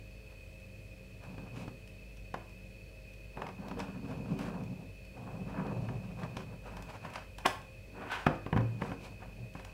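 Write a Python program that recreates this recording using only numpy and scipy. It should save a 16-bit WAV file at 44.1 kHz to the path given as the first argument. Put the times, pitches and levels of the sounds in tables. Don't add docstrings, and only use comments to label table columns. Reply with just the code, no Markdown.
import sys
import numpy as np
from scipy import signal
from scipy.fft import rfft, irfft, next_fast_len
from scipy.io import wavfile
from scipy.ndimage import map_coordinates

SR = 44100
rng = np.random.default_rng(int(sys.argv[2]) if len(sys.argv) > 2 else 0)


def master_out(mix):
    frames = np.transpose(np.atleast_2d(mix))
    ceiling = np.clip(frames, -1, 1)
    pcm = np.round(ceiling * 32767).astype(np.int16)
    wavfile.write(sys.argv[1], SR, pcm)


N = 429093


# start, crest and end in seconds, drum level in dB, base drum centre in Hz.
PUSHES = [(1.27, 1.33, 1.46, -49, 164), (1.546, 1.638, 1.64, -45, 152), (3.388, 3.453, 3.5, -48.5, 150),
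          (3.59, 3.785, 4.04, -43.5, 184), (4.05, 4.327, 4.84, -37.5, 180),
          (5.195, 5.694, 5.73, -36.5, 158), (5.79, 5.86, 5.96, -35.5, 125), (6.03, 6.23, 6.53, -43.5, 129),
          (6.67, 6.7, 7.2, -52, 150), (6.9, 7.1, 7.2, -60, 149), (7.906, 8.077, 8.15, -49.5, 226),
          (8.748, 8.915, 8.83, -43, 154), (9.006, 9.03, 9.4, -54, 170), (9.37, 9.389, 9.46, -48, 153)]
# start and length in seconds, rub and hiss in dB, rub's upper edge in Hz.
SCRAPES = [(0.29, 0.036, -66.5, -74, 1900), (1.237, 0.036, -57, -67, 1460), (1.305, .03, -60, -69, 1470),
           (1.39, .05, -57, -72, 1460), (1.477, 0.027, -60.5, -74, 1800),
           (1.567, 0.071, -54.5, -58.5, 1700), (3.389, 0.083, -46, -68, 1110), (3.63, 0.11, -47, -72, 1050),
           (3.791, .18, -47, -63, 1750), (4.063, .02, -55.5, -70, 1500), (4.11, .06, -51.5, -63.5, 1300),
           (4.277, 0.079, -56, -69, 1600), (4.402, 0.078, -47.5, -55, 2020),
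           (4.485, 0.13, -49.5, -82, 1400), (5.176, 0.072, -53.5, -71, 1220),
           (5.28, 0.089, -50.5, -75, 1310), (5.49, 0.033, -48.5, -66, 1580),
           (5.547, 0.09, -44.5, -78, 1720), (5.66, 0.053, -40, -68, 1150), (5.757, 0.26, -47, -70, 730),
           (6.04, 0.14, -59, -67, 1500), (6.196, .05, -46, -61, 1270), (6.372, 0.043, -49.5, -59, 1800),
           (6.506, 0.032, -55.5, -79, 1450), (6.668, 0.12, -48.5, -62.5, 1530),
           (6.9, .06, -50, -59.5, 1760), (7.056, .04, -49, -61, 2000), (7.146, 0.046, -47.5, -58, 2200),
           (7.97, 0.036, -50, -69, 1720), (8.027, 0.069, -45, -68, 2030), (8.121, 0.033, -35.5, -47, 3300),
           (8.185, 0.17, -48.5, -57, 2410), (8.819, 0.11, -47, -57, 1533), (9.02, .05, -57.5, -58.5, 1400),
           (9.224, 0.019, -55, -70, 1830), (9.57, 0.21, -59.5, -64, 1830)]
def sliding():
    drum_power, centre_sum = 0, 0
    for start, crest, end, db, centre_hz in PUSHES:
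        power = amp(db + hump_db(start, crest, end, attack=258, swell=20, sag=13.5, release=191)) ** 2
        drum_power += power
        centre_sum += power * centre_hz
    creep_rub_db, creep_hiss_db, creep_hz = -15, -30.5, 860
    rub_power = drum_power * amp(creep_rub_db) ** 2
    hiss_power = drum_power * amp(creep_hiss_db) ** 2
    edge_sum = rub_power * creep_hz
    for start, length, rub_db, hiss_db, upper_hz in SCRAPES:
        power = amp(hump_db(start, start, start + length, attack=450, swell=0, sag=61, release=222)) ** 2
        rub_power += power * amp(rub_db) ** 2
        hiss_power += power * amp(hiss_db) ** 2
        edge_sum += power * amp(rub_db) ** 2 * upper_hz
    edge_hz = edge_sum / rub_power
    drum_hz = centre_sum / drum_power * (edge_hz / 1330) ** 0.46
    grip_db = 1.87 * wobble(40)
    drum = wall_drumming(drum_hz) * np.sqrt(drum_power) * amp(0.68 * grip_db)
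    rub = edge_rub(edge_hz) * np.sqrt(rub_power) * amp(grip_db)
    hiss = tape_hiss() * np.sqrt(hiss_power) * amp(grip_db)
    return drum + rub + hiss


# frequency in Hz, relative level in dB, free t60 in seconds.
WALL_MODES = [(57.5, -7.5, 0.55), (79, -14.5, 0.074), (115.2, -2.5, 0.69), (150.9, -3, 0.24),
              (162, 1.5, 0.14), (195.5, 3, 0.094), (237, -1.5, 0.12), (276, 0, 0.11), (332, -17.5, 0.47),
              (377.4, -4.5, 0.19), (466.3, -2.5, 0.14), (523.6, -8.5, 0.25)]
def wall_drumming(centre_hz):
    t = np.arange(SR // 2) / SR
    held_walls = ring(WALL_MODES, t) * amp(-60 * t / 0.73)
    drum = signal.fftconvolve(slips(per_s=2000), held_walls)[:N]
    return swept(drum, centre_hz, below=2.45, above=1.72, frame=2048)


# frequency in Hz, relative level in dB, t60 in seconds.
BOARD_MODES = [(412, -16, 0.048), (614, -3, 0.029), (744, 2, 0.03), (859, 4, 0.018), (977.5, 1.5, 0.034),
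               (1061, 1.5, 0.027), (1213, 5.5, 0.0084), (1446, -9, 0.045), (1561, -8.5, 0.068),
               (1734, -2.5, 0.024), (2260, 0.5, 0.0079), (3080, -5.5, 0.013)]
# frequency in Hz, relative level in dB.
RUB_SPECTRUM = [(150, -25), (300, 3), (550, 8.5), (750, 2), (980, -4), (1300, -1.5), (1600, -0.5),
                (2100, -4), (3000, -4), (4500, -9.5), (9000, -28)]
def edge_rub(edge_hz):
    t = np.arange(SR // 2) / SR
    jerks = slips(per_s=6000)
    catches = unit(slips(per_s=2500)) + 0.66 * unit(slips(per_s=90))
    board = unit(signal.fftconvolve(catches, ring(BOARD_MODES, t))[:N])
    rasp = coloured(jerks, RUB_SPECTRUM) + 0.74 * board
    rub = swept(rasp, edge_hz, below=0.083, above=2.7, frame=512, low_hz=0.26 * edge_hz)
    squeal_hz, squeal_t60_s = 1523, 0.18
    squeal = unit(signal.fftconvolve(jerks, ring([(squeal_hz, 0, squeal_t60_s)], t))[:N])
    squeal_gain = amp(-3.5) * band(edge_hz, corner_hz=3000, below=3.8, above=0)
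    return rub + squeal_gain * squeal


# frequency in Hz, relative level in dB.
HISS_SPECTRUM = [(1200, -38), (2400, 8), (3300, -3.5), (4200, -5), (5100, -6.5), (6500, -9.5), (9000, -14),
                 (15000, -25)]
def tape_hiss():
    grit = coloured(slips(per_s=460), SNAP_SPECTRUM)
    return coloured(slips(per_s=6000) + slips(per_s=4700), HISS_SPECTRUM) + 0.21 * grit


# time in seconds, boom in dB, boom centre in Hz, slap in dB,
# slap's upper edge in Hz, crack in dB, skid time constant in seconds.
KNOCKS = [(1.381, -41.5, 171, -55, 1800, -65, .0004), (1.679, -39.5, 170, -52.5, 2400, -63, 0.0013),
          (2.3415, -42.5, 318, -36, 1700, -53, .0002), (3.372, -42.5, 300, -44.5, 1090, -71, 0.00041),
          (3.4193, -68, 400, -39.5, 1490, -55, .0007), (3.4664, -52, 400, -43.5, 1500, -57, 0.00066),
          (3.488, -54, 400, -46, 2000, -59, .0005), (3.713, -41, 240, -43.5, 1600, -60, .0007),
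          (3.774, -39, 229, -56, 1000, -70, 0.0018), (3.801, -47, 220, -42.5, 2400, -47.5, 0.0013),
          (4.258, -46, 200, -57, 1600, -68, 0.0013), (4.321, -35.5, 169, -58, 1300, -74, 0.0013),
          (5.665, -41, 192, -57, 900, -61, .0015), (5.887, -53, 130, -45.5, 2400, -70, .0006),
          (6.233, -39.5, 180, -45.5, 2400, -56, 0.0013), (6.3677, -38.5, 195, -46, 2400, -48, 0.00064),
          (7.049, -46, 180, -45.5, 2400, -61, 0.0011), (7.1565, -62, 300, -42.5, 2400, -46, 0.00057),
          (7.458, -35.5, 444, -22.5, 2600, -36.5, 0.0036), (8.2664, -22.5, 232, -23, 2410, -46.5, 0.0017),
          (8.463, -38.5, 250, -41.5, 2200, -63, 0.00049), (8.528, -26.5, 129, -34, 1500, -74, 0.00043),
          (8.5633, -22, 95, -36.5, 1600, -63, .0005), (8.5735, -29.5, 160, -34, 2400, -56, 0.0014),
          (8.607, -29, 120, -47, 1600, -64, 0.0017), (8.8197, -33.5, 254, -38, 2400, -65, 0.0033),
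          (8.917, -36, 262, -42, 1600, -66, 0.00062), (9.552, -44, 170, -48.5, 2240, -69, 0.0012),
          (9.596, -55, 299, -52.5, 2200, -64, 0.00048)]
# frequency in Hz, relative level in dB.
CRUSH_SPECTRUM = [(200, -16), (400, -6.5), (750, -6.5), (1000, 0.5), (1600, -7.5), (2100, -5.5),
                  (3000, -13), (4500, -31), (9000, -40)]
CRACK_SPECTRUM = [(900, -34), (2500, 8), (3200, 5.5), (4200, -1), (5100, 3), (6500, -6.5), (10000, -14),
                  (15000, -27)]
def knocks():
    out, t = np.zeros(N), np.arange(SR * 3 // 5) / SR
    for time_s, boom_db, boom_hz, slap_db, slap_hz, crack_db, skid_s in KNOCKS:
        from_bite_s = t - 6 * skid_s
        swell = np.exp(np.minimum(from_bite_s, 0) / skid_s - (np.maximum(from_bite_s, 0) / 0.0032) ** 2)
        scuff = amp(slap_db) * coloured(rng.standard_normal(len(t)), CRUSH_SPECTRUM) * swell
        start = round((time_s + from_bite_s[0]) * SR)
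        out[start:start + len(t)] += scuff[:N - start]
        add(out, time_s, room(wall_boom(boom_hz, t), wet_db=-4), boom_db)
        add(out, time_s, room(board_slap(slap_hz, t), wet_db=-7), slap_db)
        onset = 1 - np.exp(-t / (1.2 * skid_s))
        crack = burst(CRACK_SPECTRUM, t, t60_s=0.027) * onset
        add(out, time_s, room(crack, wet_db=-6.5), crack_db)
    return out


def wall_boom(centre_hz, t):
    modes = weighted(varied(WALL_MODES), centre_hz, below=1.9, above=0.88)
    boom = sum(ring([mode], t) for mode in modes)
    leak_hz = 68
    return signal.lfilter(*signal.butter(2, leak_hz, 'high', fs=SR), boom)


def board_slap(edge_hz, t):
    crush = burst(weighted(CRUSH_SPECTRUM, edge_hz, below=0, above=1.5), t, t60_s=0.046)
    board = ring(weighted(varied(BOARD_MODES), edge_hz, below=0, above=4.1), t)
    onset = 1 - np.exp(-(t / 0.0004) ** 2)
    return (board + 0.86 * crush) * onset


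# start in seconds, crack in dB, board click in dB.
TICKS = [(0.3, -74, -70), (0.6, -66.5, -82), (1.237, -63, -57.5), (1.875, -59.5, -80), (2.17, -62, -82),
         (2.493, -65, -83), (3.136, -64.5, -83), (3.582, -75, -59), (3.683, -55, -73), (3.793, -51.5, -67),
         (4.389, -52, -61), (4.636, -63.5, -64), (5.05, -64, -74), (6.7674, -54.5, -48.5),
         (6.823, -54.5, -55), (7.102, -60, -54), (7.136, -53.5, -62), (7.383, -51, -49), (7.4604, -33, -57),
         (7.616, -63.5, -70), (8.1169, -49, -38.5), (9.064, -64.5, -55.5), (9.539, -62, -84),
         (9.648, -53.5, -53)]
# frequency in Hz, relative level in dB.
SNAP_SPECTRUM = [(1200, -10), (2800, 4), (4200, -6), (5200, -3), (6500, -7), (8000, -9), (12000, -15.5),
                 (15000, -18)]
def tape_ticks():
    out, t = np.zeros(N), np.arange(SR // 3) / SR
    peel = 1 - np.exp(-t / 0.001)
    for start_s, crack_db, click_db in TICKS:
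        add(out, start_s, room(burst(SNAP_SPECTRUM, t, t60_s=0.019) * peel, wet_db=-4.5), crack_db)
        add(out, start_s, room(ring(varied(BOARD_MODES), t) * peel, wet_db=0), click_db)
    return out


# frequency in Hz, t60 in seconds.
ROOM_DECAY = [(100, 0.27), (500, .38), (1500, 0.41), (5000, 0.32), (14000, 0.36)]
def room(x, wet_db):
    hz, t, noise = signal.stft(rng.standard_normal(SR // 2), SR, nperseg=256)
    decay = amp(-60 * t / along(ROOM_DECAY, hz)[:, None])
    tail = signal.istft(noise * decay, SR, nperseg=256)[1]
    tail = np.pad(tail / np.linalg.norm(tail), (round(0.0054 * SR), 0))
    return x + amp(wet_db) * signal.fftconvolve(x, tail)[:len(x)]


# frequency in Hz, median rms level in dB.
HUM_TONES = [(49.7, -55.5), (100, -59.5), (188, -63.5), (436, -71.5), (530, -66), (630, -72.5),
             (4443, -79.5), (5100, -85), (8000, -89)]
def mains_hum():
    out, t = np.zeros(N), np.arange(N) / SR
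    for hz, db in HUM_TONES:
        peak = np.sqrt(2) * amp(db + 2.2 * wobble(5.7))
        out += peak * np.sin(2 * np.pi * hz * t + 0.56 * wobble(6))
    return out


# frequency in Hz, relative level in dB.
MURMUR_SPECTRUM = [(25, -16), (50, -4), (80, 0), (120, 2), (170, -11.5), (230, -12), (420, -14), (560, -13),
                   (800, -26), (1300, -30), (2100, -24), (3600, -30), (8000, -36.5), (15500, -40)]
def room_murmur():
    return amp(-54.5) * coloured(rng.standard_normal(N), MURMUR_SPECTRUM)


# centre in Hz, half-width in Hz, rms level in dB.
WHINE_BANDS = [(2491.5, 34, -63.5), (2590, 35.5, -64.5), (3025, 38, -80), (4380, 180, -78.5)]
def microphone_whine():
    out = np.zeros(N)
    for centre_hz, half_width_hz, db in WHINE_BANDS:
        resonance = lambda hz: 1 / np.hypot(1, ((hz - centre_hz) / half_width_hz) ** 2)
        out += amp(db) * unit(filtered(rng.standard_normal(N), resonance))
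    return out


def slips(per_s):
    return (rng.random(N) < per_s / SR) * rng.standard_normal(N)


def ring(modes, t):
    return sum((-1) ** k * amp(db - 60 * t / t60_s) * np.sin(2 * np.pi * hz * t)
               for k, (hz, db, t60_s) in enumerate(modes))


def varied(modes):
    return [(hz, db + rng.standard_normal(), t60_s) for hz, db, t60_s in modes]


def burst(spectrum, t, t60_s):
    return coloured(rng.standard_normal(len(t)), spectrum) * amp(-60 * t / t60_s)


def hump_db(start, crest, end, attack, swell, sag, release):
    start_db, end_db = -swell * (crest - start), -sag * (end - crest)
    return np.interp(np.arange(N) / SR, [start - 1, start, crest, end, end + 1],
                     [start_db - attack, start_db, 0, end_db, end_db - release])


def wobble(knots_per_s):
    knots = rng.standard_normal(int(N * knots_per_s / SR) + 4)
    return map_coordinates(knots, [np.arange(N) * knots_per_s / SR])


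def add(track, start_s, sound, db):
    start = round(start_s * SR)
    head_rms = np.sqrt(np.mean(sound[:SR // 100] ** 2))
    track[start:start + len(sound)] += (amp(db) * sound / head_rms)[:N - start]


def band(hz, corner_hz, below, above):
    ratio = (hz + 1) / corner_hz
    return ratio ** below / np.hypot(1, ratio ** (below + above))


def weighted(rows, corner_hz, below, above):
    return [(hz, db + 20 * np.log10(band(hz, corner_hz, below, above)), *rest) for hz, db, *rest in rows]


def swept(x, corner_hz, below, above, frame, low_hz=1):
    hz, frame_s, spectra = signal.stft(x, SR, nperseg=frame)
    framed = lambda curve: np.interp(frame_s, np.arange(N) / SR, curve * np.ones(N))
    gain = band(hz[:, None], framed(corner_hz), below, above)
    gain *= band(hz[:, None], framed(low_hz), below=5.8, above=0)
    power = np.mean(np.abs(spectra) ** 2, axis=1, keepdims=True)
    gain /= np.sqrt(np.sum(power * gain ** 2, axis=0))
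    return unit(signal.istft(spectra * gain, SR, nperseg=frame)[1][:N])


def coloured(x, spectrum):
    return unit(filtered(x, lambda hz: amp(along(spectrum, hz))))


def filtered(x, response):
    size = next_fast_len(len(x) + 8192)
    return irfft(rfft(x, size) * response(np.fft.rfftfreq(size, 1 / SR)), size)[:len(x)]


def along(points, hz):
    point_hz, values = np.transpose(points)
    return np.interp(np.log(hz + 1), np.log(point_hz), values)


def amp(db):
    return 10 ** (np.asarray(db) / 20)


def unit(x):
    return x / np.sqrt(np.mean(x ** 2) + 1e-20)


def scene():
    box = knocks() + tape_ticks() + room(sliding(), wet_db=-15.5)
    return (box + room_murmur() + mains_hum() + microphone_whine())[None]


def record(dry):
    top_hz = 15770
    return np.array([filtered(channel, lambda hz: hz < top_hz) for channel in dry])


dry = scene()
out = record(dry)
master_out(out)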